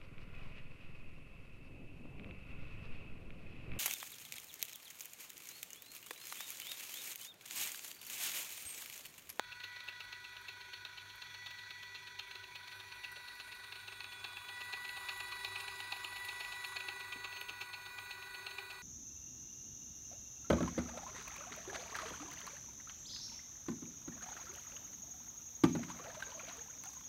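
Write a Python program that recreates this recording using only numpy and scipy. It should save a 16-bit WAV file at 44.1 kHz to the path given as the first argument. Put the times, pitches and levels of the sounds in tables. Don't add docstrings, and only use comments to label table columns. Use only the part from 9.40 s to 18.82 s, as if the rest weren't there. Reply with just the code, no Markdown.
import sys
import numpy as np
from scipy import signal
from scipy.fft import rfft, irfft
from scipy.io import wavfile

SR = 44100
rng = np.random.default_rng(int(sys.argv[2]) if len(sys.argv) > 2 else 0)


def digitize_waveform(pressure):
    field = np.atleast_2d(pressure).T
    bounded = np.clip(field, -1, 1)
    quanta = np.round(bounded * 32767).astype(np.int16)
    wavfile.write(sys.argv[1], SR, quanta)


N = 415402
TIME = np.arange(N) / SR


def from_db(db):
    return 10 ** (np.asarray(db) / 20)


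def rms_one(x):
    return x / np.sqrt(np.mean(x ** 2) + 1e-20)


def in_time(rows):
    s, *columns = np.transpose(rows)
    return [np.interp(TIME, s, column) for column in columns]


def drift(rate):
    points = rng.standard_normal(4000)
    return rms_one(np.interp(TIME * rate, np.arange(4000), points))


def resonate(x, hz, width_hz):
    r = np.exp(-np.pi * width_hz / SR)
    section = [1, 0, -1, 1, -2 * r * np.cos(2 * np.pi * hz / SR), r * r]
    response = signal.sosfilt([section] * 2, signal.unit_impulse(8192))
    return signal.sosfilt([section] * 2, x + 1e-18) / np.linalg.norm(response)


def contacts(per_s, spread_db):
    touches = rng.random(N) < per_s / SR
    sizes = from_db(spread_db * np.clip(rng.standard_normal(N), -2, 2))
    return rms_one(touches * sizes)


MICROPHONE_PATH = [(0, 0), (2.6, -0.2), (3.7, 0.8), (4.4, 1.44), (5.05, 2.5), (5.7, 3.0), (7.3, 3.0),
                   (8.2, 4.5), (9.42, 4)]


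def along_walk(values):
    spot, = in_time(MICROPHONE_PATH)
    return np.interp(spot, np.arange(len(values)), values)


DRIVE_HZ = 489.72
# (time [s], level [dB])
SECOND_PARTIAL = [(0.0, -66.5), (2.34, -67), (3.19, -63.5), (4.59, -67.8), (5.18, -60.3), (6.03, -57),
                  (8.52, -61.7), (9.32, -64), (9.42, -64)]
THIRD_PARTIAL = [(0, -61), (1.6, -61.5), (2.5, -77), (3.35, -71), (4.2, -60), (5.6, -59.3), (6.7, -65),
                 (7.4, -57.5), (9.42, -58.1)]
FOURTH_PARTIAL = [(0, -72), (0.23, -57), (0.92, -59.5), (1.08, -74), (1.68, -71), (2.001, -55), (2.55, -55),
                  (2.66, -60.5), (3.42, -65), (3.67, -56), (5.02, -71), (5.12, -53), (5.35, -49),
                  (6.7, -54.5), (6.81, -49), (7.97, -54.5), (8.24, -62.5), (8.55, -56.5), (9.42, -60)]
# (multiple of the drive rate, level at spots 0, 1, 2, 3 and 4 [dB])
UPPER_PARTIALS = [(5, -68, -68, -60, -66.5, -63), (6, -91, -88, -77, -69, -86),
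                  (7, -67, -78, -60.5, -64, -74), (8, -71.5, -62.5, -63.5, -60.5, -63.5),
                  (9, -69, -64.5, -71, -69.5, -63.5), (10, -81, -77.5, -81, -71.5, -79.5),
                  (11, -81, -81, -94, -74.5, -85), (12, -73.5, -75, -86, -84, -95),
                  (13, -77.5, -88, -73.5, -71.5, -66.5), (14, -80, -84, -79, -72, -76),
                  (16, -89, -95, -92, -82, -85), (17, -88, -90, -73, -86, -77),
                  (18, -95, -90, -87, -95, -95), (19, -90, -78, -75, -83, -84),
                  (22, -100, -90, -85, -77, -74.5), (23, -87, -78, -92, -92, -81),
                  (24, -85.5, -79, -85, -82, -79), (25, -96, -93, -103, -87, -82),
                  (26, -105, -93, -88, -75, -85), (27, -100, -93, -83, -81, -83),
                  (28, -104, -91, -90, -91, -81), (29, -98, -84, -86, -84, -79),
                  (30, -90, -88, -99, -81, -77), (31, -92, -87, -87, -83, -81),
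                  (32, -89, -85, -88, -82, -79)]


def whine(strong_db=-0.03, upper_db=0.0, wander_db=2.0, flutter=0.024):
    phase = 2 * np.pi * np.cumsum(DRIVE_HZ + 0.1453 * drift(7)) / SR
    levels = []
    for k, curve in enumerate((SECOND_PARTIAL, THIRD_PARTIAL, FOURTH_PARTIAL), 2):
        levels.append((k, in_time(curve)[0] + strong_db))
    for k, *spots_db in UPPER_PARTIALS:
        levels.append((round(k), along_walk(spots_db) + upper_db + wander_db * drift(3.13)))

    out = np.zeros(N)
    for k, db in levels:
        loudness = np.sqrt(2) * from_db(db) * (1 + flutter * min(k, 10) * drift(55))
        out += loudness * np.sin(k * phase + rng.uniform(0, 2 * np.pi))
    return out


# (time [s], lag [s])
GEAR_LAG_CURVE = [(0, 0.0028), (1.1, 0.00028), (2.1, 0.013), (3.8, 0.015), (4.4, 0.0056), (5.3, .012),
                  (6.2, -0.01), (6.9, -0.0083), (7.6, -0.0135), (8.0, -0.015), (8.6, -0.00052),
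                  (9.42, -0.0065)]
GEAR_TURN_S = 0.12095


def shaft_turns():
    lag_s, = in_time(GEAR_LAG_CURVE)
    return (TIME - lag_s) / GEAR_TURN_S


ECCENTRIC_S, ECCENTRIC_PEAK_S = 0.42, 0.246
ECCENTRIC_SWING_DB, RASP_CHANCE_DB = 2, 0.65
RASP_SPREAD_MS = 3.2
# (time [s], level [dB])
BINDING_CURVE = [(0, -42.5), (1.4, -43.5), (2.5, -45), (3.8, -44.5), (5.1, -45), (5.7, -40.5), (6.8, -40),
                 (8.0, -41), (8.6, -44), (9.42, -42.5)]


def rasps(length_scatter=0.13):
    s = TIME[1:][np.diff(np.floor(shaft_turns())) > 0]
    strength, length = rng.standard_normal((len(s), 2)).T
    squeeze = np.cos(2 * np.pi * (s - ECCENTRIC_PEAK_S) / ECCENTRIC_S)
    average_db = np.interp(s, *np.transpose(BINDING_CURVE))
    db = average_db + ECCENTRIC_SWING_DB * squeeze + RASP_CHANCE_DB * strength
    spread_ms = RASP_SPREAD_MS * np.exp(length_scatter * length)

    to_nearest_catch = np.abs(s[:, None] - np.array(TOOTH_CATCHES)[:, 0]).min(axis=1)
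    free = to_nearest_catch > GEAR_TURN_S / 6
    rows = np.transpose([s, db, spread_ms])
    return list(rows[free & (s > GEAR_TURN_S / 2)])


# (time [s], level [dB], spread [ms])
TOOTH_CATCHES = [(0.2033, -43, 1.2), (0.24, -38, 2.6), (0.405, -43.5, 1.6), (0.487, -39, 3.6),
                 (0.7287, -39.5, 2.1), (0.9673, -44, 1.3), (1.0875, -40.5, 2.8), (1.337, -42, 2.7),
                 (1.4517, -39.5, 1.2), (1.821, -41.5, 2.1), (2.0657, -39, 2.6), (2.111, -43.5, 2.4),
                 (2.308, -40, 2.1), (2.554, -39, 3.7), (2.794, -37.5, 2.5), (2.9122, -41.5, 1.6),
                 (2.955, -46, 1.7), (3.157, -42.5, 3.3), (3.3225, -43.5, 4), (3.644, -39.5, 3.6),
                 (4.3247, -40, 1.4), (4.524, -42, 1.3), (4.605, -40.5, 0.82), (4.643, -41, 1),
                 (4.8456, -38, 2.3), (4.97, -39.5, 1.7), (5.333, -36.5, 2.8), (5.4922, -45, 0.92),
                 (5.691, -33.5, 2.2), (6.048, -35, 1.2), (6.2035, -41.5, 2.1), (6.281, -40.5, 0.93),
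                 (6.4032, -39, 0.7), (6.5228, -36.5, 1.7), (6.566, -46, 0.84), (6.646, -37, 1.4),
                 (6.8486, -45.5, 1.5), (6.889, -37.5, 2), (7.048, -42, .9), (7.4044, -42.5, 1.9),
                 (7.487, -36.5, 1.6), (7.928, -44.5, 3.6), (8.013, -43, 1.1), (8.093, -37.5, 4.1),
                 (8.2148, -36, 3.5), (8.71, -41.5, 2.5), (9.067, -39, 1.57), (9.1116, -45.5, 2.8)]


def rasp_force(ring_db=-17, ring_s=0.012, attack_share=0.99):
    power = np.zeros(N)
    for s, db, spread_ms in rasps() + TOOTH_CATCHES:
        near = slice(max(int((s - .03) * SR), 0), int((s + .03) * SR))
        age, spread = TIME[near] - s, spread_ms / 1000
        side = spread * np.where(age < 0, attack_share, 2 - attack_share)
        shape = np.exp(-np.abs(age / (1.7 * side)) ** 2.4)
        power[near] += from_db(db) ** 2 * .003 / spread * shape
    fade = np.exp(-1 / (ring_s * SR))
    chatter = signal.lfilter([1 - fade], [1, -fade], power)
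    return np.sqrt(power + from_db(ring_db) * chatter)


# (pitch [Hz], width [Hz],
# grinding at the carriage [dB], grinding at the table [dB], share of a rasp [dB])
FRAME_RESONANCES = [(371.5, 134, -85.5, -75, -29.5), (555, 1590, -72.5, -68.5, -24.5),
                    (690, 200, -101, -76, -30.5), (801, 104, -94.5, -68.5, -26.5),
                    (965, 176, -73, -68, -29.5), (1140, 198, -83, -60.5, -30),
                    (1280, 73, -73.5, -85, -24.5), (1500, 129, -62.5, -59, -28.5),
                    (1655, 166, -70.5, -69.5, -22.5), (1928.5, 113, -64, -60, -22),
                    (2301, 310, -63, -64.5, -17), (2474, 176, -91.5, -59, -14),
                    (2637, 283, -70.5, -63, -8.5), (3002, 330, -79.5, -70.5, -15),
                    (3410, 720, -64, -71.5, -15), (3740, 440, -69, -61.5, -13),
                    (4148, 460, -65.5, -77, -14), (4322, 240, -73, -63, -14.5),
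                    (5080, 1360, -77, -70.5, -25), (6380, 1050, -75.5, -73, -26.5),
                    (7085, 230, -84, -68, -34.5), (8600, 820, -79.5, -66, -43),
                    (11400, 6600, -75, -67.5, -36), (13600, 690, -86, -79, -39),
                    (14600, 2200, -79, -73, -30)]


def gears(place, grind_db, tilt_db, throb_db=1.76, low_throb_db=1.5, drive_depth=0.18,
          patchy_db=1.94, rasp_colour_db=2.0, rasp_follow=1.0):
    turn = np.cos(2 * np.pi * 3 * shaft_turns())
    low_turn = np.cos(2 * np.pi * 2 * shaft_turns())
    drive_throb = 1 + drive_depth * np.sin(2 * np.pi * DRIVE_HZ * TIME)
    grind = rms_one(drive_throb * contacts(per_s=6000, spread_db=3.0))
    rasp = rasp_force() * contacts(per_s=2800, spread_db=0.0)

    out = np.zeros(N)
    for hz, width_hz, carriage_db, table_db, rasp_db in FRAME_RESONANCES:
        nearer_db = (table_db - carriage_db) * place
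        throb = throb_db * turn + low_throb_db * (turn + low_turn) * (500 < hz < 1250)
        brightness_db = tilt_db * np.log2(hz / 2500)
        db = carriage_db + nearer_db + grind_db + brightness_db + throb + patchy_db * drift(25)
        aimed_db = max(table_db - carriage_db - 5.5, 0) * (place - .7)
        share_db = rasp_db + rasp_follow * aimed_db + rasp_colour_db * drift(60)
        force = grind * from_db(db - 2.5) + rasp * from_db(share_db)
        out += resonate(force * rng.choice([-1, 1], N), hz, width_hz)
    return out


# (time [s], level [dB])
DRONE_LEVEL = [(0.0, -80.6), (1.3, -73.5), (1.79, -82), (3.09, -69.5), (3.19, -75.4), (5.43, -72.4),
               (6.13, -63.5), (7.03, -74), (7.53, -63.5), (8.47, -74.1), (9.27, -61), (9.42, -68)]
# (pitch [Hz], pitch waver [Hz], share [dB])
DRONE_PAIR = [(374, 5.08, -3.5), (395, 5, -4.5)]


def drone(trim_db=-1.0, waver=0.25):
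    level_db, = in_time(DRONE_LEVEL)
    notes = np.zeros(N)
    for hz, pitch_waver_hz, share_db in DRONE_PAIR:
        loudness = from_db(share_db) * (1 + waver * drift(14))
        phase = 2 * np.pi * np.cumsum(hz + pitch_waver_hz * drift(25)) / SR
        notes += loudness * np.sin(phase)
    return np.sqrt(2) * from_db(level_db + trim_db) * notes


HISS_HZ, HISS_WIDTH_HZ = 10420, 680
HISS_PULSES_PER_S = 30.87


def hiss(level_db, pulse_db=2.5):
    pulse = pulse_db * np.cos(2 * np.pi * HISS_PULSES_PER_S * TIME)
    noise = resonate(rng.standard_normal(N), HISS_HZ, HISS_WIDTH_HZ)
    return from_db(level_db + pulse) * noise


def burst(s, db, decay_s):
    age = TIME - s
    fade = (age >= 0) * np.exp(-np.minimum(np.abs(age) / decay_s, 30))
    return from_db(db) * fade * rng.standard_normal(N)


# (time [s], level [dB])
SHARP_TICKS = [(0.4389, -57), (1.0116, -56), (1.7544, -52), (3.717, -50), (5.245, -54), (5.7753, -47),
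               (6.2068, -46), (6.8493, -43), (7.2654, -46), (8.0098, -45)]
# (time [s], level [dB], pitch [Hz])
SOFT_BUMPS = [(0.24, -71, 500), (3.762, -57, 536), (4.118, -82, 280), (7.753, -66, 130), (7.757, -58, 275),
              (8.011, -58, 316), (8.106, -62, 258)]


def knocks(place, tick_db=-7, tick_s=0.0093, bump_db=3.5, bump_s=0.0088, grit_db=-88):
    ticks = sum(burst(s, db + tick_db, tick_s) for s, db in SHARP_TICKS)
    grit = from_db(grit_db + 12.0 * place) * contacts(per_s=12, spread_db=2.5)
    bumps = np.zeros(N)
    for s, db, hz in SOFT_BUMPS:
        bumps += resonate(burst(s, db + bump_db, bump_s), hz, 1.06 * hz)
    return resonate(ticks + grit, 12100, 7300) + bumps


def room(x, t60=0.17, wet_db=-11, wall_hz=6000):
    age = TIME[:SR // 2]
    tail = rng.standard_normal(len(age)) * from_db(-60 * age / t60) * (age > .004)
    dull = signal.butter(1, wall_hz, fs=SR, output="sos")
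    tail = signal.sosfilt(dull, tail / np.linalg.norm(tail))
    return x + from_db(wet_db) * signal.fftconvolve(x, tail)[:N]


MAINS_HZ = 100
# (pitch [Hz], width [Hz], level at the carriage [dB], level at the table [dB])
LOW_HUMS = [(46.3, 14, -81, -77.5), (141, 27, -80.5, -81)]
# (pitch [Hz], level per Hz [dB])
ROOM_COLOUR = [(15, -41), (25, -20), (38, -1), (70, -5), (86, 0.5), (96, 6.5), (110, 0), (125, -10),
               (176, -7.5), (316, -7.5), (330, -24), (430, -44), (730, -120)]


def hums(place, mains_db=-74.0, rumble_db=-73.5):
    mains_level = from_db(mains_db + 1.9 * drift(1.8))
    mains = np.sqrt(2) * mains_level * np.sin(2 * np.pi * MAINS_HZ * TIME)
    notes = np.zeros(N)
    for hz, width_hz, carriage_db, table_db in LOW_HUMS:
        level = from_db(carriage_db + (table_db - carriage_db) * place)
        notes += level * resonate(rng.standard_normal(N), hz, width_hz)

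    hz, db = np.transpose(ROOM_COLOUR)
    bins_hz = np.arange(N // 2 + 1) * SR / N
    colour = from_db(np.interp(np.log(bins_hz + 1), np.log(hz), db))
    rumble = rms_one(irfft(rfft(rng.standard_normal(N)) * colour, N))
    return notes + (mains + from_db(rumble_db) * rumble) * from_db(3.1 * (place - .5))


# (place [0 = carriage .. 1 = table], grinding trim [dB],
# brightness [dB per octave], hiss before its pulsing [dB])
SPOT_HEARING = [(0.048, 0.7, -0.9, -83.5), (0.5, 1.0, -0.84, -72), (0.77, -1.0, -0.4, -79),
                (0.99, 0.57, -0.5, -64.5), (0.93, -2, -1.1, -75)]


def scene():
    place, grind_db, tilt_db, hiss_db = [along_walk(column) for column in np.transpose(SPOT_HEARING)]
    motor = whine() + hiss(hiss_db) + drone()
    rig = room(gears(place, grind_db, tilt_db) + knocks(place))
    return (motor + rig + hums(place))[None]


CUTOFF_HZ = 15750


def record(dry):
    thin = signal.sosfilt(signal.butter(4, 36, "high", fs=SR, output="sos"), dry)
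    return signal.sosfilt(signal.ellip(12, .2, 80, CUTOFF_HZ, fs=SR, output="sos"), thin)


dry = scene()
out = record(dry)
digitize_waveform(out)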